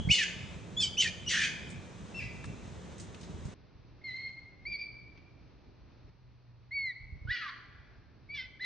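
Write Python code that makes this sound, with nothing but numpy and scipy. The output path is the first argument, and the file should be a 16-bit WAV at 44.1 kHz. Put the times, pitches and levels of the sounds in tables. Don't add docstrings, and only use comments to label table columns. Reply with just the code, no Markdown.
import sys
import numpy as np
from scipy import signal
from scipy.fft import rfft, irfft
from scipy.io import wavfile
from scipy.ndimage import uniform_filter1d

SR = 44100
rng = np.random.default_rng(int(sys.argv[2]) if len(sys.argv) > 2 else 0)


def store_wav(level_fs):
    pcm = np.round(np.clip(np.atleast_2d(level_fs), -1, 1) * 32767)
    wavfile.write(sys.argv[1], SR, pcm.T.astype(np.int16))


def gain_from_db(level_db):
    decades = np.asarray(level_db, float) / 20
    return 10 ** decades


N = 381461
TIME, HZ = np.arange(N) / SR, np.arange(N // 2 + 1) * SR / N + 1e-3
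SLOW = 2 / 3


def rms_one(x):
    return x / np.sqrt(np.mean(x ** 2) + 1e-20)


def at_hz(points, hz):
    x, y = np.array(points).T
    return np.interp(np.log(hz), np.log(x), y)


def drift(rate, size=N):
    r = np.exp(-2 * np.pi * rate / SR)
    settle = SR // 2
    noise = rng.standard_normal(size + settle)
    return rms_one(signal.lfilter([1], [1, -2 * r, r * r], noise)[settle:])


def resonance(x, hz, width_hz):
    r = np.exp(-np.pi * width_hz / SR)
    poles = [1, -2 * r * np.cos(2 * np.pi * hz / SR), r * r]
    return signal.lfilter((1 - r * r) / 2 * np.array([1, 0, -1]), poles, x)


# (frequency [Hz], correlation [0-1])
LIKENESS = [(60, 0.95), (120, 0.8), (250, 1), (510, 0.61), (1050, 0.22), (2150, 0.8), (4390, 0.76),
            (8990, 0.21)]
# (frequency [Hz], level [dB])
LEAN = [(60, 3), (100, -3), (180, -0.5), (320, -3), (560, -2.5), (970, -0.5), (1690, 0), (2950, 0.5),
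        (5150, 1), (8990, 0.0)]
# (frequency [Hz], phase [rad])
LEAD = [(0, 0), (260, -0.92), (1120, 0.4), (1640, 0.085), (2150, 0.77), (3010, 0.0), (5000, -0.21),
        (5430, -0.2), (5860, 0.038), (6120, -0.3), (6370, 0.4), (7490, -0.38), (8010, 0.22), (9130, -0.0)]


def stereo_noise(gain, speed):
    mid, side = rfft(rng.standard_normal((2, N))) * gain
    hz = HZ / speed
    alike = np.clip(at_hz(LIKENESS, hz), 0, 1)
    lean = gain_from_db(at_hz(LEAN, hz) / 2)
    lean = lean * np.exp(.5j * at_hz(LEAD, hz))
    pair = np.sqrt(1 + alike) * mid + np.sqrt(1 - alike) * side * [[1], [-1]]
    return rms_one(irfft(pair * [lean, 1 / lean], N))


# (start [s], rumble [dB], traffic [dB], hiss [dB])
SHOTS = [
    (0, -48, -54.5, -57.5),
]
SLOW_SHOTS = [
    (3.54, -59, -63, -68),
    (6.1, -62, -71.5, -72),
]
# (time [s], level [dB], half width [s])
GUSTS = [
    (0, 17.5, 0.029),
    (.095, 15, 0.036),
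    (.19, -8, 0.12),
    (.56, 4, 0.035),
    (2.23, 2.5, 0.14),
    (2.49, 7.5, 0.02),
    (2.769, 0, 0.042),
    (3.36, 4, .12),
]
SLOW_GUSTS = [
    (4.34, -3, 0.044),
    (4.7, 7, 0.048),
    (5.75, -3, 0.037),
    (6.03, 0.5, 0.096),
    (6.29, 2, .04),
    (6.68, 1.5, 0.085),
    (7.161, 7, 0.35),
]


def weather(shots, gusts):
    start, *levels = np.transpose(shots)
    shot = np.clip(np.searchsorted(start, TIME) - 1, 0, None)
    rumble_db, traffic_db, hiss_db = (level[shot] for level in levels)
    wind_db = sum(db * np.exp(-((TIME - at) / width) ** 2) for at, db, width in gusts)
    return rumble_db + wind_db, traffic_db + .15 * wind_db, hiss_db + .081 * wind_db


# (frequency [Hz], density [dB per Hz])
AIR_COLOUR = [(15, -41.5), (25, -21.5), (71, 0), (182, -2.5), (307, -10), (393, -9), (808, -16),
              (938, -13.5), (1090, -16.5), (1170, -15.5), (2870, -22.5), (3860, -22), (4590, -28),
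              (6500, -25), (9440, -34.5), (12300, -59), (20800, -120)]


def air(levels, speed, hum_db, insect_db):
    hz = HZ / speed
    insects = np.exp(-((hz - 6500) / 450) ** 2)
    motor = np.exp(-((hz - 180.3) / 7.8) ** 2)
    out = gain_from_db(insect_db) * stereo_noise(insects, speed)
    out += gain_from_db(hum_db) * stereo_noise(motor, speed)
    low, high = 1 / (1 + (hz / 240) ** 6), 1 / (1 + (720 / hz) ** 6)
    shares = low, 1 - low - high, high
    for share, level_db, gust_db in zip(shares, levels, (1.5, .8, .6)):
        colour = gain_from_db(at_hz(AIR_COLOUR, hz)) * np.sqrt(np.clip(share, 0, 1))
        out += gain_from_db(level_db + gust_db * drift(12.0)) * stereo_noise(colour, speed)
    return out


# (time [s], peak level [dB], ring frequency [Hz])
KNOCKS = [
    (0.0, -33, 61),
    (0.05, -26.5, 96),
    (0.074, -20.5, 125.7),
    (0.097, -21, 138),
    (0.112, -27.5, 102),
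    (3.341, -34, 83.3),
    (3.453, -28.5, 107),
]
SLOW_KNOCKS = [
    (7.005, -45.5, 74),
    (7.029, -39, 40.4),
    (7.109, -47, 61.7),
    (7.124, -32.5, 56.5),
]


def knocks(rows):
    out, t = np.zeros(N), TIME[:SR // 10]
    for s, peak_db, hz in rows:
        swing = np.sin(2 * np.pi * hz * t) * np.exp(-(t * hz / 0.69) ** 2)
        out[round(s * SR):][:len(t)] += gain_from_db(peak_db + 3.5) * swing
    out = signal.sosfilt(signal.butter(2, 55.0, "high", fs=SR, output="sos"), out)
    later = np.interp(TIME - .0012, TIME, out)
    return np.array([out, later]) * gain_from_db([[-1.5], [1.5]])


# (time [s], peak level [dB], centre frequency [Hz],
# t60 [s])
STEPS = [(.946, -43, 3400, 0.048), (1.69, -36, 6950, 0.016), (1.7, -38, 7000, 0.14),
         (2.1, -38.5, 500, 0.33), (2.441, -26.5, 1383, 0.04), (2.454, -37, 6500, 0.055),
         (2.917, -40, 945, 0.092), (2.98, -38, 7000, 0.075), (2.997, -34, 6500, 0.19),
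         (3.144, -32.5, 2730, 0.036), (3.21, -38, 5000, 0.082), (3.23, -40, 3880, 0.18),
         (3.45, -44, 5540, 0.23)]
SLOW_STEPS = [
    (5.075, -53, 2260, .05),
    (5.15, -47, 450, .1),
    (5.174, -45, 2310, .06),
]


def steps(rows):
    out, t = np.zeros((2, N)), TIME[:SR // 4]
    for s, peak_db, hz, t60 in rows:
        grains = rng.standard_normal((2, len(t))) + 1.4 * rng.standard_normal(len(t))
        grit = rms_one(resonance(grains, hz, 0.63 * hz))
        envelope = gain_from_db(peak_db - 13.0 - 60 * t / t60) * np.clip(t / 0.0022, 0, 1)
        out[:, round(s * SR):][:, :len(t)] += envelope * grit
    return out


# (frequency [Hz], t60 [s])
YARD = [(1000, 0.7), (2500, 0.85), (5000, 0.65), (9000, 0.57)]


def yard(x, speed):
    t, echo = TIME[:2 * SR] * speed, 0
    noise = stereo_noise(1 + 0 * HZ, speed)[:, :2 * SR]
    edges = 700 * 2 ** np.arange(0, 4.1, .5)
    for low, high in zip(edges, edges[1:]):
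        half_octave = signal.butter(2, [low * speed, high * speed], "band", fs=SR, output="sos")
        t60 = at_hz(YARD, np.sqrt(low * high))
        echo = echo + signal.sosfilt(half_octave, noise) * gain_from_db(-60 * t / t60)
    wall_db = 1.7 * np.exp(-((t - .055) / 0.051) ** 2)
    patchy_db = 2.1 * drift(25.0, len(t))
    echo = echo * np.clip(t / 0.0049, 0, 1) * gain_from_db(wall_db + patchy_db)
    echo = echo / np.sqrt(np.sum(echo ** 2) / 2)
    return signal.fftconvolve(x[None], echo, axes=1)[:, :N]


# (pitch at full speed [Hz], lift [dB])
UNDERTONE = [(2050, 6.5), (2400, 6.5), (2750, -0.5), (3000, -8.5), (3400, -12)]


def voicing(rows, octave_db, quarter_db, speed, t):
    s, *columns = np.transpose(rows)
    pitch, effort_db, disorder_db = (np.interp(t, s, c) for c in columns)
    whistle_db = effort_db - 10 * np.log10(1 + 10 ** (disorder_db / 10))
    rasp_db = whistle_db + disorder_db
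    age = (t - t[0]) * speed
    octave_db = whistle_db + octave_db - 11 * np.exp(-age / .01) - 9.5 * gain_from_db(2 * (rasp_db - effort_db))
    quarter_db = rasp_db + quarter_db - 16 * np.exp(-age / .024)
    before_top = np.arange(len(t)) < np.argmax(pitch)
    slack_hz = np.where(before_top, pitch.max(), pitch) / speed
    return pitch, whistle_db, octave_db, quarter_db, rasp_db, at_hz(UNDERTONE, slack_hz)


# (frequency [Hz], gain [dB])
THROAT = [(900, -36), (1200, -17), (1450, -15), (1750, -3), (2100, -5.5), (2500, -3.5), (2900, -2),
          (3300, -5), (4000, -13), (5600, -11.5), (7400, -16), (8300, -21.5), (9000, -33.5), (9600, -26)]


def squeal(rows, octave_db, quarter_db, speed):
    t = TIME[round(rows[0][0] * SR):round(rows[-1][0] * SR)]
    voices = voicing(rows, octave_db, quarter_db, speed, t)
    pitch, whistle_db, octave_db, quarter_db, rasp_db, under_db = voices

    def wander(rate):
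        return drift(rate * speed, len(t))

    unrest = gain_from_db(np.clip(rasp_db - 2 - whistle_db, -40, 0))
    pitch = uniform_filter1d(pitch, round(.009 * SR / speed), mode="nearest")
    wobble = (.002 + .036 * unrest) * wander(220.0)
    phase = 2 * np.pi * np.cumsum(pitch * (1 + wobble)) / SR
    shake_db = (.6 + 2.8 * unrest) * wander(90.0)
    out = gain_from_db(whistle_db + shake_db) * np.sin(phase)
    third_db = 8.0 + 1.2 * at_hz(THROAT, 3 * pitch / speed)
    octave = np.sin(2 * phase + 5.0 * unrest ** 1.5 * wander(100.0))
    twelfth = gain_from_db(third_db) * np.sin(3 * phase)
    out += gain_from_db(octave_db + 1.5 * shake_db) * (octave + twelfth)
    effort = gain_from_db(.8 * wander(200.0))
    for k in range(2, 18):
        whole, half = k % 4 == 0, k % 4 == 2
        colour_db = at_hz(THROAT, pitch / speed * k / 4) + under_db * (k < 4) - 20.0 * (k == 2)
        colour_db = colour_db + 3.8 * (1 - unrest) * half
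        slip = (.065 + .11 * unrest) * k * wander(110.0)
        line = gain_from_db(quarter_db + 3.4 * wander(61.0)) * np.sin(phase * k / 4 + slip) * (not whole)
        smear = wander(330.0) * np.sin(phase * k / 4) + wander(330.0) * np.cos(phase * k / 4)
        smear_db = rasp_db - 13.0 - 6.2 * (4.5 - unrest) * whole
        out += gain_from_db(colour_db) * (line + gain_from_db(smear_db) * effort * smear)
    edge = np.clip(np.minimum(t - t[0], t[-1] - t) / 0.0018, 0, 1)
    low_cut = signal.butter(6, 1525.0 * speed, "high", fs=SR, output="sos")
    return np.sqrt(2) * signal.sosfilt(low_cut, out) * edge


# (time [s], pitch [Hz], effort [dB], disorder as rasp over whistle [dB])
FALLING_SCREAM = [(.088, 2106, -40, -13), (.101, 2360, -27.5, -15), (.108, 2575, -22.5, -15),
                  (.114, 2940, -19.5, -11), (.14, 2966, -25.5, 0), (.175, 2770, -31, -2.5),
                  (.225, 2280, -37, -4), (.238, 2056, -33, -2.5), (.25, 1933, -50.5, -4.5)]
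HIGH_YELP = [(.765, 3300, -49, -24), (.775, 3373, -31.5, -29.5), (.797, 3540, -33, -23.5),
             (.806, 3440, -28, -8), (.822, 3370, -31.5, -2.5), (.834, 3106, -26, -11.5),
             (.86, 3085, -35.5, -7.5), (.89, 3030, -46.5, -11.5)]
SHORT_SCREAM = [(.97, 2450, -40.5, -7.5), (.982, 3003, -28, -14), (1.0, 3038, -25.5, -7.5),
                (1.01, 3015, -23, -1.5), (1.025, 2913, -23.5, 4), (1.04, 2715, -27.5, 9.5),
                (1.055, 2402, -32, 5.5), (1.075, 2450, -35.5, -1), (1.1, 2364, -41.5, -2.5)]
CHIRP = [(1.262, 2950, -45, -14), (1.27, 2834, -46, -24), (1.285, 2960, -33, -14)]
HOARSE_SCREAM = [(1.279, 2900, -50, 4), (1.292, 3170, -23, 15), (1.31, 2657, -19, 19),
                 (1.35, 2292, -25, 22), (1.39, 2455, -25.5, 16), (1.425, 2356, -25, 10),
                 (1.455, 2456, -25, 7.3), (1.49, 2486, -47, 16)]
FAR_SQUEAK = [(2.144, 2670, -45.5, -24), (2.17, 2746, -45, -7), (2.19, 2674, -40, -16),
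              (2.205, 2354, -46, -5), (2.215, 2030, -47.5, 3), (2.235, 2020, -54, -23)]
WAVERING_HOLD = [(4.015, 2110, -58.5, 1), (4.036, 2083, -66.5, 0.5), (4.044, 2164, -44.5, -16),
                 (4.09, 2044, -41, -15), (4.125, 2010, -42.5, -17.5), (4.165, 2103, -44, -16.5),
                 (4.21, 2164, -47.5, -16), (4.27, 2120, -40.5, -21), (4.305, 2068, -49.5, -8.5)]
DOUBLE_ARCH = [(4.652, 2030, -46, -16), (4.668, 2297, -36.5, -25.5), (4.695, 2390, -46.5, -17.5),
               (4.73, 2337, -38, -12), (4.757, 2234, -37.5, -17.5), (4.775, 2385, -64, -3.5),
               (4.795, 2410, -45.5, -7.5), (4.83, 2326, -41.5, -14.5), (4.87, 2287, -55.5, -14)]
CLEAR_ARCH = [(6.708, 1958, -55, -19.5), (6.718, 2112, -41, -20), (6.75, 2286, -36, -31),
              (6.79, 2199, -33, -28.5), (6.825, 2191, -34.5, -28), (6.87, 2072, -36.5, -29.5),
              (6.905, 1965, -37, -25.5), (6.925, 1853, -53.5, -13)]
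# (course, octave over whistle [dB], quarter lines over rasp [dB],
# echo over direct [dB], more when far or turned away)
SQUEALS = [(FALLING_SCREAM, -14, 2.3, -5), (HIGH_YELP, -15.5, 8.1, -11.5), (SHORT_SCREAM, -5, -3, -11.5),
           (CHIRP, 0, -15, 4), (HOARSE_SCREAM, -5, -16, -5), (FAR_SQUEAK, -13.5, -30, 4.4)]
SLOW_SQUEALS = [(WAVERING_HOLD, -8.5, -6, -7), (DOUBLE_ARCH, -7, -10, -10), (CLEAR_ARCH, -13, -21.5, -15)]


def monkey(calls, speed):
    voice, sent = np.zeros((2, N))
    for rows, octave_db, quarter_db, echo_db in calls:
        sound = squeal(rows, octave_db, quarter_db, speed)
        start = round(rows[0][0] * SR)
        voice[start:start + len(sound)] += sound
        sent[start:start + len(sound)] += gain_from_db(echo_db) * sound
    lag = np.exp(1j * np.pi * HZ * 1.2e-5 / speed * np.array([[1], [-1]]))
    direct = irfft(rfft(voice) * lag, N) * gain_from_db([[-.2], [.2]])
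    return direct + yard(sent, speed)


def band_limit(x, speed):
    return irfft(rfft(x) * np.clip((9600 * speed - HZ) / 120, 0, 1), N)


def scene():
    cut, repeat = round(3.54 * SR), round(7.13975 * SR)
    repeat_db = -11.9
    slow_voice = monkey(SLOW_SQUEALS, SLOW)
    slow = slow_voice + air(weather(SLOW_SHOTS, SLOW_GUSTS), SLOW, hum_db=-62.5, insect_db=-89.5)
    slow += steps(SLOW_STEPS) + knocks(SLOW_KNOCKS)
    fast = monkey(SQUEALS, 0.97) + air(weather(SHOTS, GUSTS), 1, hum_db=-56, insect_db=-76.5)
    fast += steps(STEPS) + knocks(KNOCKS)
    tail = signal.resample_poly(slow_voice[:, repeat:], 2, 3, axis=1)
    fast[:, :tail.shape[1]] += tail / gain_from_db(repeat_db)
    out = band_limit(fast, 0.98)
    again = signal.resample_poly(out[:, :SR + SR // 10], 3, 2, axis=1)
    out[:, cut:] = band_limit(slow, SLOW)[:, cut:]
    blend = np.clip(TIME[:N - repeat] / .012, 0, 1)
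    out[:, repeat:] += blend * (gain_from_db(repeat_db) * again[:, :N - repeat] - out[:, repeat:])
    return out


def roll_off(x):
    return signal.sosfilt(signal.butter(12, 9590, fs=SR, output="sos"), x)


def record(dry):
    return roll_off(dry)


dry = scene()
out = record(dry)
store_wav(out)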